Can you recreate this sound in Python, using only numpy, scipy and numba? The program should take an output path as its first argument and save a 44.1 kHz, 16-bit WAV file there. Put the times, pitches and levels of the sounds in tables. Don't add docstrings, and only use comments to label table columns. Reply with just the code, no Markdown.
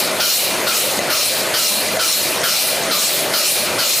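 import sys
import numpy as np
from scipy import signal
from scipy.io import wavfile
from scipy.ndimage import uniform_filter1d
from numba import njit

SR = 44100
rng = np.random.default_rng(int(sys.argv[2]) if len(sys.argv) > 2 else 0)


def master(y):
    cut = np.clip(np.atleast_2d(y).T, -1, 1)
    pcm = np.round(cut * 32767)
    wavfile.write(sys.argv[1], SR, pcm.astype(np.int16))


N = 176400


def air_jet():
    # (start [s], level [dB], length [ratio], sliding pitch [ratio], hiss tilt [dB/octave],
    # low, middle and high sliding tone trims [dB], standing tone trim [dB])
    blasts = [(-.245, -1.3, 0.93, 0.98, 0.033, .1, -10, .1, 5.5),
              (.199, 1, 0.9, 1.01, 0.033, 3.5, 5.5, -2, 4.8),
              (0.667, -1.1, 0.8, 0.98, 0.14, 6.5, -10, -7, -6),
              (1.097, -0.68, 0.93, 0.95, .1, 5, -1, -11, 3.5),
              (1.537, -1.7, 0.99, 0.99, 0.071, 4.5, 6.5, -1, 6),
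              (1.992, -0.38, 0.92, 0.98, 0.12, 5.3, 3, -8, 5),
              (2.434, -0.38, 0.96, 1.01, 0.11, 6, 4, -5, 4.2),
              (2.911, -0.34, .95, 0.89, 0.13, 3.5, -15, 2, 1.5),
              (3.335, -0.4, 0.95, 0.96, 0.14, 3.5, 3, 2.1, 3), (3.784, .1, 1.01, .98, -0.2, 2, 0, -1, 3.5)]
    # (time since the valve opened [s], level [dB])
    envelope = [(0, -23), (.006, -16.5), (.02, -13.5), (.05, -10.5), (.1, -10), (.15, -8.5), (.19, -10.5),
                (.22, -13.5), (.3, -16.5), (.33, -17.5), (.37, -21), (.44, -26), (.6, -55)]
    start, db, length, pitch, tilt, *sliding_db, standing_db = np.transpose(blasts)
    t = np.arange(N) / SR
    now = np.searchsorted(start, t) - 1
    age = (t - start[now]) / length[now]
    previous_age = (t - start[now - 1]) / length[now - 1]
    flow = amp(np.interp(age, *np.transpose(envelope)) + db[now])
    tail = amp(np.interp(previous_age, *np.transpose(envelope)) + db[now - 1]) * (now > 0)
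    total_flow = np.hypot(flow, tail)
    full_flow_db = -11
    width_db = -5.2 + (20 * np.log10(total_flow) - full_flow_db)
    hiss = jet_hiss(age, tilt[now], width_db)
    sliding = sliding_tones(age, pitch[now], [trim[now] for trim in sliding_db], width_db)
    standing = standing_tones(age, standing_db[now], width_db)
    return total_flow * hiss + flow * (sliding + standing)


def jet_hiss(age, tilt, width_db):
    # (frequency [Hz], relative density [dB])
    spectrum = [(1000, -30), (1800, -9), (2500, -2), (3500, -5), (4300, -2), (5500, -6.5), (8000, -8),
                (11000, -6.5), (13000, -8), (15500, -8.5)]
    # (blast age [s], centre [Hz])
    sheen_path = [(0, 4700), (.04, 5600), (.08, 7200), (.13, 7600), (.19, 9400), (.3, 10000)]
    sheen_hz = np.interp(age, *np.transpose(sheen_path))
    smooth_tilt = uniform_filter1d(tilt, size=2000)
    scoop_db = 5 * np.exp(-age / .04)
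    dull_db_per_octave = uniform_filter1d(38 * np.maximum(age - .27, 0), size=1500)

    def bell(hz, centre_hz, octaves=.25):
        return np.exp(-.5 * (np.log2(hz / centre_hz) / octaves) ** 2)

    def colour_db(hz):
        octaves = np.log2(hz / 5000)
        sheen = 3.5 * bell(hz, sheen_hz)
        scoop = scoop_db * bell(hz, centre_hz=7000)
        dulling = dull_db_per_octave * max(octaves, 0)
        return sheen + smooth_tilt * octaves - dulling - scoop
    hiss = banded_noise(spectrum, first_hz=1105, colour_db=colour_db, flicker_db=2.06, width_db=width_db)
    return low_cut(hiss, hz=2220)


def sliding_tones(age, pitch, trims_db, width_db):
    # (from [Hz], toward [Hz],
    # glide time constant [s], bandwidth [Hz], level against the flow [dB], fade [dB/s])
    glides = [(1470, 1250, .1, 90, -6, 110), (3330, 2750, .06, 90, -10, 60),
              (4720, 4350, .06, 100, -4, 110)]
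    out = 0
    for (first, last, glide, bandwidth, db, fade), trim_db in zip(glides, trims_db):
        hz = pitch * (last + (first - last) * np.exp(-age / glide))
        out += amp(db + trim_db - fade * age) * steadied(tone_noise(hz, bandwidth, width_db))
    return out


def standing_tones(age, trim_db, width_db):
    # (pitch [Hz], bandwidth [Hz],
    # level against the flow [dB], crest at blast age [s], rise and fall [dB/s])
    tones = [(4236, 62, -13, 0.13, 23), (3890, 140, -15, 0.22, 32), (4570, 93, -19.5, 0.27, 23),
             (5500, 400, -9, 0.12, 99), (2393, 23, -15, 0.45, 24), (7550, 180, -22.5, 0.17, 75),
             (10750, 140, -23, 0.22, 38)]
    out = 0
    for hz, bandwidth, db, crest, slope in tones:
        swell_db = db + trim_db - slope * np.abs(age - crest) + drift(8)
        out += amp(swell_db) * tone_noise(np.full(N, hz, float), bandwidth, width_db)
    return out


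def cans(rattles_per_s=60, rattle_db=-42):
    # (time [s], strike level [dB])
    knocks = [(.115, -26), (.51, -31), (.991, -24.5), (1.886, -30), (1.971, -24), (2.416, -28),
              (2.836, -27), (3.304, -30.5)]
    hits = rng.random(N) < rattles_per_s / SR
    accent_db = 3 * np.minimum(rng.exponential(1, N), 4)
    clicks = hits * amp(rattle_db + accent_db) * rng.choice([-1, 1], N)
    for time, db in knocks:
        clicks[int(time * SR)] = amp(db)
    return ring_can(clicks)


def ring_can(clicks):
    # (frequency [Hz], gain [dB], time to decay by 60 dB [s])
    modes = [(649, 10.8, 0.098), (950, -14, 0.01), (2018, 7.5, 0.065), (3060, -29, .02), (6500, 9, 0.019),
             (9370, 4.5, 0.042)]
    out = 0
    for hz, db, t60 in modes:
        r, w = amp(-60 / (t60 * SR)), 2 * np.pi * hz / SR
        strikes = clicks * amp(db + rng.normal(0, 2.65, N)) + 1e-18
        out += signal.lfilter([0, np.sin(w)], [1, -2 * r * np.cos(w), r * r], strikes)
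    return out


def machinery(roar_db=-20.5, width_db=-7):
    # (frequency [Hz], relative density [dB])
    spectrum = [(15, -60), (25, -22.5), (178, -5.5), (399, -3.5), (614, -1), (1020, -5.5), (2010, -6.5),
                (3830, -11), (4150, -13), (5280, -13.5), (9050, -15), (13900, -19.5), (15500, -47)]
    # (frequency [Hz], bandwidth [Hz], level [dB])
    frame = [(203.5, 3.8, -42.5), (367, 27, -36), (518, 69, -31.5), (597, 39, -28.5), (4320, 81, -42.5),
             (9330, 440, -37.5)]
    roar = banded_noise(spectrum, first_hz=39.52, colour_db=lambda hz: 0, flicker_db=2.1,
                        width_db=width_db)
    out = amp(roar_db) * roar
    for hz, bandwidth, db in frame:
        out += amp(db + 1.8 * drift(13)) * tone_noise(np.full(N, hz, float), bandwidth, width_db)
    return out


def banded_noise(spectrum, first_hz, colour_db, flicker_db, width_db):
    edges = first_hz * 2 ** np.arange(0, np.log2(19000 / first_hz), 1 / 4)
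    white = rng.standard_normal((2, 2, N))
    out, power = 0, 0
    for k, (low, high) in enumerate(zip(edges, edges[1:])):
        band = signal.butter(2, [low, high], "band", fs=SR, output="sos")
        mid, side = signal.sosfilt(band, white[k % 2])
        hz = np.sqrt(low * high)
        base_db = at_hz(spectrum, hz)
        power += amp(base_db) ** 2 * np.mean(mid ** 2)
        out += amp(base_db + colour_db(hz) + flicker_db * drift(10.5)) * spread(mid, side, hz, width_db)
    return out / np.sqrt(power)


def tone_noise(hz, bandwidth, width_db):
    mid, side = [rms_one(resonate(rng.standard_normal(N), hz, bandwidth, SR)) for _ in range(2)]
    return spread(mid, side, np.mean(hz), width_db)


@njit
def resonate(x, hz, bandwidth, sr):
    y, r = np.zeros(len(x)), np.exp(-np.pi * bandwidth / sr)
    for i in range(2, len(x)):
        y[i] = x[i] - x[i - 2] + 2 * r * np.cos(2 * np.pi * hz[i] / sr) * y[i - 1] - r * r * y[i - 2]
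    return y


def steadied(x):
    return x / np.sqrt(uniform_filter1d(np.mean(x ** 2, axis=0), size=300) + .15)


def spread(mid, side, hz, width_db):
    # (frequency [Hz], side against mid [dB])
    width = [(60, -42), (180, -63), (300, -78), (600, -13.5), (1200, -11.5), (2400, -10.5), (4400, -3),
             (6500, -12), (9000, -6), (11500, -29), (13000, -41), (15000, -47)]
    # (frequency [Hz], left over right [dB])
    lean = [(250, 0), (500, .4), (1000, .9), (5000, 1), (8000, .4), (12000, 0)]
    signs = np.array([[1], [-1]])
    stereo = mid + amp(at_hz(width, hz) + width_db) * side * signs
    return stereo * amp(at_hz(lean, hz) / 2 * signs)


def drift(rate_hz):
    step = 40
    r = np.exp(-2 * step * np.pi * rate_hz / SR)
    slow = signal.lfilter([1], [1, -2 * r, r * r], rng.standard_normal(N // step + 2002))[2000:]
    return np.interp(np.arange(N) / step, np.arange(len(slow)), rms_one(slow - slow.mean()))


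def low_cut(x, hz):
    return signal.sosfilt(signal.butter(2, hz, "high", fs=SR, output="sos"), x)


def at_hz(points, hz):
    frequencies, values = np.transpose(points)
    return np.interp(np.log(hz), np.log(frequencies), values)


def amp(db):
    return 10 ** (np.asarray(db) / 20)


def rms_one(x):
    return x / np.sqrt(np.mean(x ** 2) + 1e-20)


def scene():
    return air_jet() + machinery() + cans()


def record(dry):
    knee_db, squeeze, sense_s, release_db_per_s = -19.5, .86, .011, 144
    sidechain_top_hz, cutoff_hz = 8000, 15500
    dry = low_cut(dry, hz=69)
    sidechain = signal.sosfilt(signal.butter(2, sidechain_top_hz, fs=SR, output="sos"), dry)
    r = np.exp(-1 / (sense_s * SR))
    power, _ = signal.lfilter([1 - r], [1, -r], np.mean(sidechain ** 2, axis=0), zi=[.01])
    level_db = 10 * np.log10(power + 1e-12)
    ramp = release_db_per_s * np.arange(N) / SR
    held_db = np.maximum.accumulate(level_db + ramp) - ramp
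    gain = amp(-squeeze * np.maximum(held_db - knee_db, 0))
    return signal.sosfilt(signal.ellip(12, .3, 80, cutoff_hz, fs=SR, output="sos"), dry * gain)


dry = scene()
out = record(dry)
master(out)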